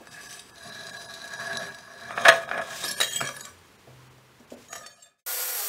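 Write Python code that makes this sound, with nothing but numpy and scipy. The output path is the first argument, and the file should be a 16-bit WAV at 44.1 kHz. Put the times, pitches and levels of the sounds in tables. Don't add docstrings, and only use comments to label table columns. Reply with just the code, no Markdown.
import sys
import numpy as np
from scipy import signal
from scipy.fft import rfft, irfft, next_fast_len
from scipy.io import wavfile
from scipy.ndimage import uniform_filter1d, map_coordinates

SR = 44100
rng = np.random.default_rng(int(sys.argv[2]) if len(sys.argv) > 2 else 0)


def wav_record(signal):
    frames = np.transpose(np.atleast_2d(signal))
    bounded = np.clip(frames, -1, 1)
    quanta = np.round(bounded * 32767).astype(np.int16)
    wavfile.write(sys.argv[1], SR, quanta)


def gain_from_db(level_db):
    decades = np.asarray(level_db, float) / 20
    return 10 ** decades


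N = 250488

# [f/Hz, level/dB per Hz]
AIR_SPECTRUM = [(15, -50.5), (25, -17.5), (80, -1.5), (333, -7.5), (392, -4), (672, -12.5), (955, -8),
                (1820, -12), (2030, -12.5), (3990, -17), (4570, -19), (15800, -29.5)]
# [t/s, level/dB]
AIR_FADE = [
    (0, -54.5),
    (4.5, -55.5),
    (4.8, -56.5),
    (5.0, -76.5),
    (5.12, -75),
    (5.25, -88),
    (5.68, -120),
]
# [f/Hz, t60/s]
ROOM_DECAY = [(200, 0.55), (2000, 0.25), (10000, 0.26)]

# [f/Hz, level/dB per Hz]
BELT_SPECTRUM = [(25, -41), (280, -36), (420, -20.5), (470, -12.5), (1400, -7.5), (2600, -10.5),
                 (5000, -9.5), (8600, -4), (10400, -15), (11800, -2), (13500, -6.5), (15800, -7.5)]
# [f/Hz, level/dB rms]
DRIVE_WHINE = [(4339, -49.5), (4775, -48.5), (5647, -46), (7596, -69), (8032, -59), (8904, -48),
               (9776, -49), (10417, -46), (10853, -53.5), (11289, -40), (11719, -44), (12161, -42),
               (13921, -52), (14185, -54), (14540, -52), (14896, -51), (15251, -42), (15628, -51.5)]
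# [f/Hz, level/dB rms]
MOTOR_TONES = [(355, -62), (479.1, -51.5), (511.4, -48.5), (710.6, -56.0), (764.4, -52), (1437, -48.5),
               (1717, -52.0), (1965, -52.5), (2331, -53.5)]
# [t/s, level/dB]
GRINDER_LEVEL = [
    (0, -140),
    (5.2605, -140),
    (5.263, -35),
    (5.29, -30.5),
    (5.4, -31),
    (5.68, -31),
]
# [t/s, speed share, level/dB]
MOTOR_LOAD = [
    (0, 1, 0),
    (5.555, 1, 0),
    (5.62, .84, -5),
    (5.68, .82, -7),
]
# [t/s, half length/s, f/Hz, level/dB]
SEAM_MOAN = (5.605, 0.035, 813, -11)

# [t/s, level/dB, f/Hz, t60/s, slap level/dB]
BENCH_THUDS = [
    (0.005, -54, 313, 0.13, 12),
    (2.29, -32.5, 213, 0.12, -24),
    (2.519, -46, 204, 0.1, 4),
    (2.839, -39, 216, 0.068, 3),
    (3.218, -35, 136, 0.23, 1),
    (3.498, -53, 85.6, 0.51, -11),
    (4.399, -52, 239, 0.11, 2.5),
    (4.179, -58.5, 404, .06, 2),
    (4.516, -43, 243.5, 0.24, 5.5),
               (3.872, -50, 128, 1.9, 3),
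]
# [f/Hz, level/dB per Hz]
SLAP_SPECTRUM = [(120, -31.5), (200, 2.5), (430, 1.5), (700, 1), (1100, -21), (2500, -32.5)]

# [t/s, peak level/dB]
BASE_TAPS = [(.072, -38), (2.108, -26), (2.177, -18), (2.491, -28), (2.514, -19), (2.578, -23),
             (3.003, -20), (3.012, -19), (3.213, -18), (4.731, -31), (4.756, -34), (4.863, -40)]
# [f/Hz, width/Hz, level/dB]
BASE_MODES = [(554, 100, -2), (644, 36, 0.5), (665, 44, 5), (995, 290, -14), (1177, 63, 1), (1690, 300, 5),
              (1912, 75, 1.5), (2420, 67, -24), (2850, 57, -15.5)]
# [t/s, peak level/dB, ring level/dB re peak, contact/s]
KNOCK_EVENTS = [(0.154, -40.5, -22, 0.0028), (0.866, -36.5, 0.5, 0.0068), (1.336, -33, 0.5, 0.0026),
                (1.368, -40, 3, 0.0035), (1.443, -28.5, -20, 0.0032), (1.785, -38, -1, 0.0032),
                (2.178, -15, -44, 0.0027), (2.251, -3, -26.5, 0.0079), (2.267, -13, -26, 0.0053),
                (2.282, -1.5, -7.5, 0.004), (2.288, 1, -14.5, 0.0038), (2.297, -3.5, -27.5, 0.0033),
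                (2.321, -15.5, -19.5, 0.0073), (2.513, -22, -34, 0.0043), (2.576, -21.5, -17, 0.005),
                (2.91, -33.5, 9, 0.0051), (3.002, -13, -2, 0.003), (3.010, -12, -3, 0.0058),
                (3.028, -19, -1.5, 0.006), (3.157, -31, 3, 0.006), (3.204, -15, -14, 0.0036),
                (3.289, -19.5, -11.5, 0.0014), (3.364, -33, 1, 0.0025), (3.407, -33.5, 3.5, 0.0019),
                (3.451, -31.5, -0.5, 0.0022), (4.726, -30.5, -5.5, 0.0074), (4.752, -30.5, -6.5, 0.0081),
                (4.861, -36, -1, 0.0063), (5.02, -54, 3.5, 0.014), (5.055, -58.5, 3, .01),
                (0.07, -46, 6.5, 0.0014), (0.205, -41.5, -8, 0.011), (0.23, -43, -10, 0.0055),
               (0.333, -44.5, 2, 0.0037), (0.352, -45.5, 1, 0.0036), (0.393, -38, 3, .004),
               (0.58, -47, 4.5, 0.0037), (0.665, -40, -1, .005), (0.893, -37.5, 0, 0.004),
               (0.965, -42.5, 2.5, .003), (1.017, -39.5, 0.5, 0.0041), (1.137, -39.5, 4.5, 0.0071),
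               (1.216, -43.5, 4.5, .003), (1.241, -45, 7, .003), (1.275, -42, 6, 0.0051),
               (1.396, -35, -6.5, 0.0045), (1.53, -27.5, -9, 0.0039), (1.551, -33, -11.5, .006),
               (1.628, -32, -8, 0.0061), (1.665, -34, -7.5, .005), (1.745, -43.5, 6, 0.0028),
               (2.107, -27.5, -24, .004), (2.133, -31.5, -18.5, 0.0051), (2.433, -31.5, -18, 0.0048),
               (2.491, -30.5, -10.5, .003), (2.612, -30, -6, 0.0055), (2.684, -33.5, -18.5, 0.0064),
               (2.728, -32, -12, 0.0043), (2.836, -30, 1, 0.012), (2.88, -33.5, 5.5, 0.0071),
               (3.041, -31, 5.5, 0.0036), (3.121, -36.5, 3.5, 0.0055), (3.186, -32, 2, 0.0032),
               (3.213, -16.5, -10, 0.0012), (3.271, -37.5, 5.5, 0.0035), (4.18, -50, -7, 0.0018),
               (4.397, -60, 6, 0.0019), (4.683, -54, 5, 0.0045)]
# [f/Hz, level/dB per Hz]
TOCK_SPECTRUM = [(300, -42), (520, -21.5), (900, -14), (1700, 5), (3000, -2), (5000, -15.5), (9000, -42.5)]

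# [t/s, pressure level/dB, brightness/dB]
FIRST_STROKE = [
    (0.04, -59.5, -6.5),
    (0.12, -50, -3),
    (0.19, -49, -3),
    (0.3, -46.5, 4.5),
    (0.37, -47.5, 1),
    (0.45, -66, 6.5),
    (0.55, -57, 1.5),
]
SCRIBE_STROKE = [(0.6, -52.5, 3), (0.66, -42, -2), (0.74, -46, 0), (0.8, -43.5, -2), (1.01, -44.5, -0.5),
                 (1.08, -47, -0.5), (1.2, -48, 0), (1.36, -43, -4), (1.4, -38, -5), (1.54, -34, -8.5),
                 (1.6, -37, -4), (1.71, -41, -7), (1.74, -49, -4), (1.85, -50, -5), (2.03, -45, -7.5)]
SLIP_STROKE = [(2.099, -41, -7), (2.15, -35.5, -12.5), (2.24, -27.5, -9.5), (2.27, -15.5, -15),
               (2.31, -28, -16), (2.35, -32, -9), (2.39, -39.5, -9), (2.47, -46, -11), (2.52, -31, -24),
               (2.6, -32, -18), (2.63, -42, -6.5), (2.79, -42, -5), (2.85, -36, 2), (2.9, -41, 2.5)]
TURN_STROKE = [(2.95, -44, 1.5), (3.01, -35.5, -5), (3.1, -46.5, 9.5), (3.14, -41, 1), (3.2, -35, -3.5),
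               (3.3, -38.5, -7.5), (3.33, -49, 1.5), (3.47, -48.5, -1), (3.54, -69, 3), (3.6, -74, 5)]
NUDGE_STROKE = [
    (4.4, -84, 3),
    (4.675, -82, 8),
    (4.7, -51.5, -1.5),
    (4.76, -43, -4.5),
    (4.84, -55.5, 2),
    (4.95, -63, 2),
    (5.05, -63.5, 1),
    (5.14, -74, -11),
    (5.25, -81, -12),
]
# [stop t/s, build-up/s, level/dB]
FLAT_SLIDES = [
    (0.15, 0.045, -53.5),
    (2.849, 0.15, -37),
    (4.66, 0.094, -58),
    (5.2, .015, -60),
    (4.505, .003, -56),
    (4.533, .003, -55),
]
SLIDE_STOP_S = 0.018
# [f/Hz, level/dB per Hz]
BARE_SPECTRUM = [(1180, -40), (2000, -15.5), (2420, -2.5), (2610, -3), (3570, -7), (6650, -4.5),
                 (15800, -17.5)]
# [f/Hz, level/dB per Hz]
SKID_SPECTRUM = [(1200, -19), (2400, -1), (4000, -3.5), (7000, -1), (11000, -11), (15800, -16.5)]
# [f/Hz, level/dB per Hz]
RUMBLE_SPECTRUM = [(65, -31), (110, -3), (226, -0.5), (327, -19), (393, 0), (450, -13.5), (580, -41),
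                   (990, -120)]
RUMBLE_DB, RUMBLE_FOLLOWS, USUAL_PRESSURE_DB = -57.5, 0.96, -44

POSE_STARTS = [
    0.55,
    2.089,
    2.849,
    2.995,
    3.2,
    4.0,
    4.831,
]
POSE_BARE_DB = [
    -7,
    -11.5,
    -6,
    -4,
    -11.5,
    -14,
    -17,
    -20,
]
# [sharpening of the modes, drift of their shares/dB]
POSE_GRIP = [
    (1.3, 2.6),
    (1.4, 2),
    (.8, 2.5),
    (1, 4.5),
    (.9, 5),
    (.8, 5.5),
    (1.1, 3),
    (1.2, 5),
]
# [f/Hz, width/Hz, level/dB]
HANDLE_MODES = [(706, 43, 2.5), (1143, 26, 7.5), (1681, 77, 11.5), (2596, 38, 2), (3200, 115, -12.0),
                (3790, 180, -12.0), (4860, 210, -9.5), (5530, 86, -11.0), (6000, 100, -6), (7620, 74, -14),
                (7890, 97, -10.0), (8850, 54, -8.0), (8750, 49, -14), (10130, 72, -14), (10770, 67, -15),
                (11300, 55, -16)]
# [f/Hz, width/Hz, level/dB]
PRESSED_MODES = [(391, 9.5, -9), (676.6, 37, 3), (955, 44, -9), (1104, 78, -5.5), (1667.5, 93, 3),
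                 (2110, 8.3, -25), (2340, 49, -12.5), (3260, 28, -13.5), (3958, 190, -5), (4660, 44, -9.5),
                 (4930, 190, -10.5), (5680, 66, -9.5), (6090, 170, -13), (6900, 240, -20.5),
                 (6460, 45, -29), (7940, 83, -17), (8670, 75, -18.5), (9220, 200, -20), (10100, 47, -12),
                 (10900, 83, -18.5), (11500, 190, -25)]
# [f/Hz, width/Hz, level/dB]
LIFTED_MODES = [(674, 36.3, 1.5), (1093, 47, -3), (1256, 61, -2.5), (1683, 60, 1.5), (2420, 81, -9.5),
                (3240, 150, -16.5), (3800, 120, -11.5), (4190, 6.7, -17), (5060, 40, -14.5),
                (5690, 17, -12), (6450, 110, -20.5), (8650, 110, -22.5), (9060, 160, -34),
                (10370, 110, -26), (11670, 47, -39)]
# [f/Hz, width/Hz, swung level/dB, clattering level/dB, settling level/dB]
LOOSE_MODES = [(673, 10, 0, -3.5, -14), (975, 35, -9, -7.5, -12), (1155, 70, -7, -16, -9),
               (1520, 30, -9, -16, -7), (1673, 40, 4, 2, -2.5), (1770, 104, -9.5, 5, -11.5),
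               (2330, 63, -10.5, -8.5, -12), (2827, 12, -18, -10, -7.5), (3227, 27, -1, -2, -3.5),
               (3660, 25, -9, -14, -19), (3860, 71, -2.5, -10, -5.5), (4400, 41, -0.5, -11, -2),
               (4885, 35, 0, -11.5, -2), (5380, 65, -8, -17, -10), (5840, 63, -3, -13.5, -2),
               (6430, 50, -17, -14, -13), (6750, 93, -11, -3.5, -1.5), (7570, 44, -8, -14, -5),
               (7770, 42, -18, -5, -4), (8600, 43, -15, -16, -9), (8870, 47, -3.5, -12, -5),
               (9730, 38, -17, -16, -8), (9940, 46, -2, -19, -8), (10700, 37, -14, -32, -14),
               (11330, 36, -3, -19, -11.5), (12050, 65, -11, -13, -20), (12700, 35, -11, -27, -19),
               (13660, 34, -26, -23, -28), (13450, 58, -26, -18, -17), (14150, 48, -21, -25, -16),
               (14800, 60, -29, -29, -18)]
# [f/Hz, width/Hz, level/dB]
NUDGED_MODES = [(678, 19, 3.5), (1228, 39, -3), (1774, 58, -3), (2100, 32, -19), (3140, 31, -21),
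                (3590, 32, -21), (3890, 34, -14), (4430, 86, -21.5), (4740, 41, -18.5), (5430, 75, -12),
                (5820, 30, -9), (6400, 17, -23), (6710, 66, -7.5), (7360, 28, -16), (7760, 42, -11.5),
                (8600, 42, -17), (9730, 26, -26), (10050, 39, -17), (10770, 46, -17), (11400, 79, -28),
                (12000, 36, -25), (12700, 36, -18.5), (14000, 57, -26), (14600, 76, -34)]
# [f/Hz, width/Hz, level/dB]
ROCKING_MODES = [(678, 28, -2.5), (1243, 85, -5.5), (1710, 71, -1.5), (2220, 35, -15), (2450, 63, -10),
                 (2850, 110, -12.5), (3160, 72, -10), (3590, 28, -0.5), (3880, 53, -11), (4490, 54, -5),
                 (4720, 22, -7), (5400, 83, -6), (5750, 26, -9), (6460, 96, -5.5), (6750, 28, -5),
                 (7430, 90, -10), (8620, 65, -9), (9700, 56, -14), (10850, 68, -16), (11300, 56, -29),
                 (12100, 42, -16), (12700, 55, -25), (13400, 44, -26), (14600, 45, -24)]
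# [f/Hz, width/Hz, level/dB]
COLUMN_MODES = [(521, 12, -8), (592, 26, -8.5), (1270, 17, -14.5)]

# [centre t/s, from f/Hz]
THIN_MOMENTS = [(.099, 1500), (.286, 1000), (.519, 1800), (.538, 1800), (.708, 3000), (.919, 1000),
                (.988, 1000), (1.075, 1000), (1.377, 1000), (1.586, 1500), (1.708, 3000), (2.146, 2500),
                (2.315, 4000), (2.469, 2500), (2.606, 3500), (2.958, 800), (3.097, 800), (3.197, 500),
                (3.428, 1500), (3.775, 3000), (4.094, 3000), (4.465, 3000), (4.558, 3000), (4.703, 1000),
                (4.889, 2500), (4.953, 2500), (5.047, 2500), (5.19, 2000), (5.215, 1000), (5.24, 500)]
THIN_S, TOP_HZ = 0.034, 15800


def unit(x):
    return x / np.sqrt(np.mean(x ** 2) + 1e-20)


def along(points, hz):
    f, v = np.transpose(points)
    return np.interp(np.log(hz + 1), np.log(f + 1), v)


def curves(rows):
    s, *columns = np.transpose(rows)
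    return [np.interp(np.arange(N) / SR, s, column) for column in columns]


def wobble(rate, size=N):
    knots = rng.standard_normal(int(N * rate / SR) + 4)
    return map_coordinates(knots, [np.arange(size) * rate / SR])


def filtered(x, response):
    m = next_fast_len(N + SR // 2)
    return irfft(rfft(x, m) * response(np.fft.rfftfreq(m, 1 / SR)), m)[:N]


def coloured(x, spectrum):
    return unit(filtered(x, lambda hz: gain_from_db(along(spectrum, hz))))


def grit(spread_db, clump_db):
    clumps = clump_db * (wobble(35) + wobble(120))
    size = gain_from_db(spread_db * rng.exponential(size=N) + clumps)
    return unit(size * rng.standard_normal(N))


def ringing(x, modes, sharpen=1, wander_db=0):
    out = np.zeros(len(x))
    for k, (hz, width, db) in enumerate(modes):
        b, a = signal.iirpeak(hz, hz / width * sharpen, SR)
        share = gain_from_db(wander_db * wobble(24, size=len(x)))
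        out += (-1) ** k * gain_from_db(db) * signal.lfilter(b, a, x * share)
    energy = sum(gain_from_db(db) ** 2 * np.pi * width / sharpen / SR for hz, width, db in modes)
    return out / np.sqrt(energy)


def tones(lines, flutter_db, drift, turned=np.arange(N) / SR):
    out = np.zeros(N)
    for k, (hz, db) in enumerate(lines):
        level = gain_from_db(db + 3 + flutter_db * wobble(24))
        out += level * np.sin(2 * np.pi * hz * turned + drift * wobble(40) + k * k)
    return out


def air():
    return gain_from_db(curves(AIR_FADE)[0] + 1.1 * wobble(7.6)) * coloured(rng.standard_normal(N), AIR_SPECTRUM)


def walls(x):
    hz, t, z = signal.stft(rng.standard_normal(SR // 2), SR, nperseg=256)
    decay = gain_from_db(-60 * t / along(ROOM_DECAY, hz)[:, None])
    tail = signal.istft(z * decay, SR, nperseg=256)[1]
    delayed = np.pad(x, (400, 0))
    return signal.fftconvolve(delayed, tail / np.linalg.norm(tail))[:N]


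def grinder():
    belt = coloured(grit(spread_db=0.0, clump_db=0.74), BELT_SPECTRUM)
    speed, load_db = curves(MOTOR_LOAD)
    motor = gain_from_db(load_db) * tones(MOTOR_TONES, flutter_db=2.2, drift=0.6, turned=np.cumsum(speed) / SR)
    whine = gain_from_db(-1.5) * tones(DRIVE_WHINE, flutter_db=2.2, drift=0.9)
    s, half, hz, db = SEAM_MOAN
    since = np.arange(N) / SR - s
    glide = np.sin(2 * np.pi * hz * since * (1 - 0.44 * since))
    moan = gain_from_db(db) * np.exp(-(since / half) ** 2) * glide
    return gain_from_db(curves(GRINDER_LEVEL)[0]) * (belt + gain_from_db(29.5) * (motor + whine) + moan)


def thuds():
    out, t = np.zeros(N + SR), np.arange(SR) / SR
    noise = np.resize(coloured(rng.standard_normal(N), SLAP_SPECTRUM), N + SR)
    attack = 1 - np.exp(-t / 0.0022)
    for s, db, hz, t60, slap_db in BENCH_THUDS:
        start = round(s * SR)
        tone = gain_from_db(-60 * t / t60) * np.sin(2 * np.pi * hz * t)
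        slap = gain_from_db(slap_db - 60 * t / 0.15) * noise[start:][:SR]
        out[start:][:SR] += gain_from_db(db) * attack * (tone + slap)
    return out[:N]


def taps():
    blows = np.zeros(N)
    for s, db in BASE_TAPS:
        blows[round(s * SR)] = gain_from_db(db + 20.5)
    pulses = np.convolve(blows, np.hanning(15) / 6, 'same')
    return ringing(pulses, BASE_MODES, sharpen=0.45)


def knocks():
    low, high, t = np.zeros(N + SR), np.zeros(N + SR), np.arange(SR // 10) / SR
    for s, db, ring_db, contact in KNOCK_EVENTS:
        start = round(s * SR)
        shape = np.exp(-t / max(contact, 3e-4)) * (1 - np.exp(-t / (0.23 * contact)))
        push = np.sign(rng.standard_normal((2, len(t)))) * shape
        low[start:][:len(t)] += gain_from_db(db) * push[0]
        high[start:][:len(t)] += gain_from_db(db + ring_db) * push[1]
    return low[:N], high[:N]


def slide_level():
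    t, level = np.arange(N) / SR, np.zeros(N)
    for s, rise, db in FLAT_SLIDES:
        level += gain_from_db(db) * np.exp(-np.where(t < s, (t - s) / rise, (t - s) / SLIDE_STOP_S) ** 2)
    return level


def scrape():
    pressure_db, bright_db = curves(FIRST_STROKE + SCRIBE_STROKE + SLIP_STROKE + TURN_STROKE + NUDGE_STROKE)
    ring_db = pressure_db + bright_db
    low = gain_from_db(pressure_db + 0.2) * grit(spread_db=2.5, clump_db=1.46)
    high = gain_from_db(ring_db - 1.87) * grit(spread_db=3.5, clump_db=0.72)
    pose = np.searchsorted(POSE_STARTS, np.arange(N) / SR)
    bare_level = gain_from_db(ring_db + np.take(POSE_BARE_DB, pose))
    bare = bare_level * coloured(grit(spread_db=3.0, clump_db=3.0), BARE_SPECTRUM)
    skid = slide_level() * coloured(grit(spread_db=2.5, clump_db=1.8), SKID_SPECTRUM)
    rumble_db = RUMBLE_DB + RUMBLE_FOLLOWS * np.minimum(pressure_db - USUAL_PRESSURE_DB, 12)
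    rumble = gain_from_db(rumble_db + 2.3 * wobble(16)) * coloured(rng.standard_normal(N), RUMBLE_SPECTRUM)
    return low, high, bare + skid + rumble


def steel(low_force, high_force):
    edges = [0] + [round(s * SR) for s in POSE_STARTS] + [N]
    tail = SR // 4
    out = np.zeros((2, N + tail))
    free = [[(hz, width, dbs[k]) for hz, width, *dbs in LOOSE_MODES] for k in range(3)]
    poses = [HANDLE_MODES, PRESSED_MODES, LIFTED_MODES, *free, NUDGED_MODES, ROCKING_MODES]
    for k, modes in enumerate(poses):
        body = [m for m in modes if m[0] < 2600]
        ring = [m for m in modes if m[0] >= 2600]
        sharpen, wander_db = POSE_GRIP[k]
        low = np.pad(low_force[edges[k]:edges[k + 1]], (0, tail))
        high = np.pad(high_force[edges[k]:edges[k + 1]], (0, tail))
        out[0, edges[k]:][:len(low)] += ringing(low, body + COLUMN_MODES, 1.15 * sharpen, 0.71 * wander_db)
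        out[1, edges[k]:][:len(low)] += ringing(high, ring, sharpen, wander_db)
    return out[:, :N]


def scribing():
    drag_low, drag_high, rub = scrape()
    hit_low, hit_high = knocks()
    body, ring = steel(drag_low + gain_from_db(-4) * hit_low, drag_high + gain_from_db(2.0) * hit_high)
    base = gain_from_db(-5.5) * ringing(hit_low, BASE_MODES)
    tock = gain_from_db(-7.5) * coloured(hit_low, TOCK_SPECTRUM) * np.std(hit_low)
    crack = gain_from_db(-7.5) * coloured(hit_high, BARE_SPECTRUM) * np.std(hit_high)
    return body + ring + rub + base + tock + crack


def scene():
    bench = scribing() + taps() + thuds()
    fade = np.interp(np.arange(N) / SR, [5.12, 5.245], [1, 0])
    return ((bench + gain_from_db(-9.5) * walls(bench) + air()) * fade + grinder())[None]


def thinned(x, keep=1.35, depth_db=-17):
    hz, t, z = signal.stft(x, SR, nperseg=1024, noverlap=896)
    near = uniform_filter1d(np.abs(z), size=5, axis=1)
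    around = uniform_filter1d(near, size=40, axis=0)
    weak = 1 / (1 + (near / (keep * around + 1e-12)) ** 8)
    gap = np.zeros(z.shape)
    for s, from_hz in THIN_MOMENTS:
        gap += np.clip(1.6 - 4 * np.abs(t - s) / THIN_S, 0, 1) * (hz[:, None] > from_hz)
    return signal.istft(z * gain_from_db(depth_db * weak * gap), SR, nperseg=1024, noverlap=896)[1][:N]


def low_pass(x):
    return signal.sosfilt(signal.butter(12, 16850, fs=SR, output="sos"), x)


def record(dry):
    clipped = dry[0] / (1 + np.abs(dry[0]) ** 6) ** (1 / 6)

    def band(hz):
        low_cut = hz ** 2 / (hz ** 2 + 30 ** 2)
        return np.clip((TOP_HZ - hz) / 200 + 0.5, 0, 1) ** 2 * low_cut

    mix = thinned(filtered(clipped, band))
    return low_pass(mix[None])


dry = scene()
out = record(dry)
wav_record(out)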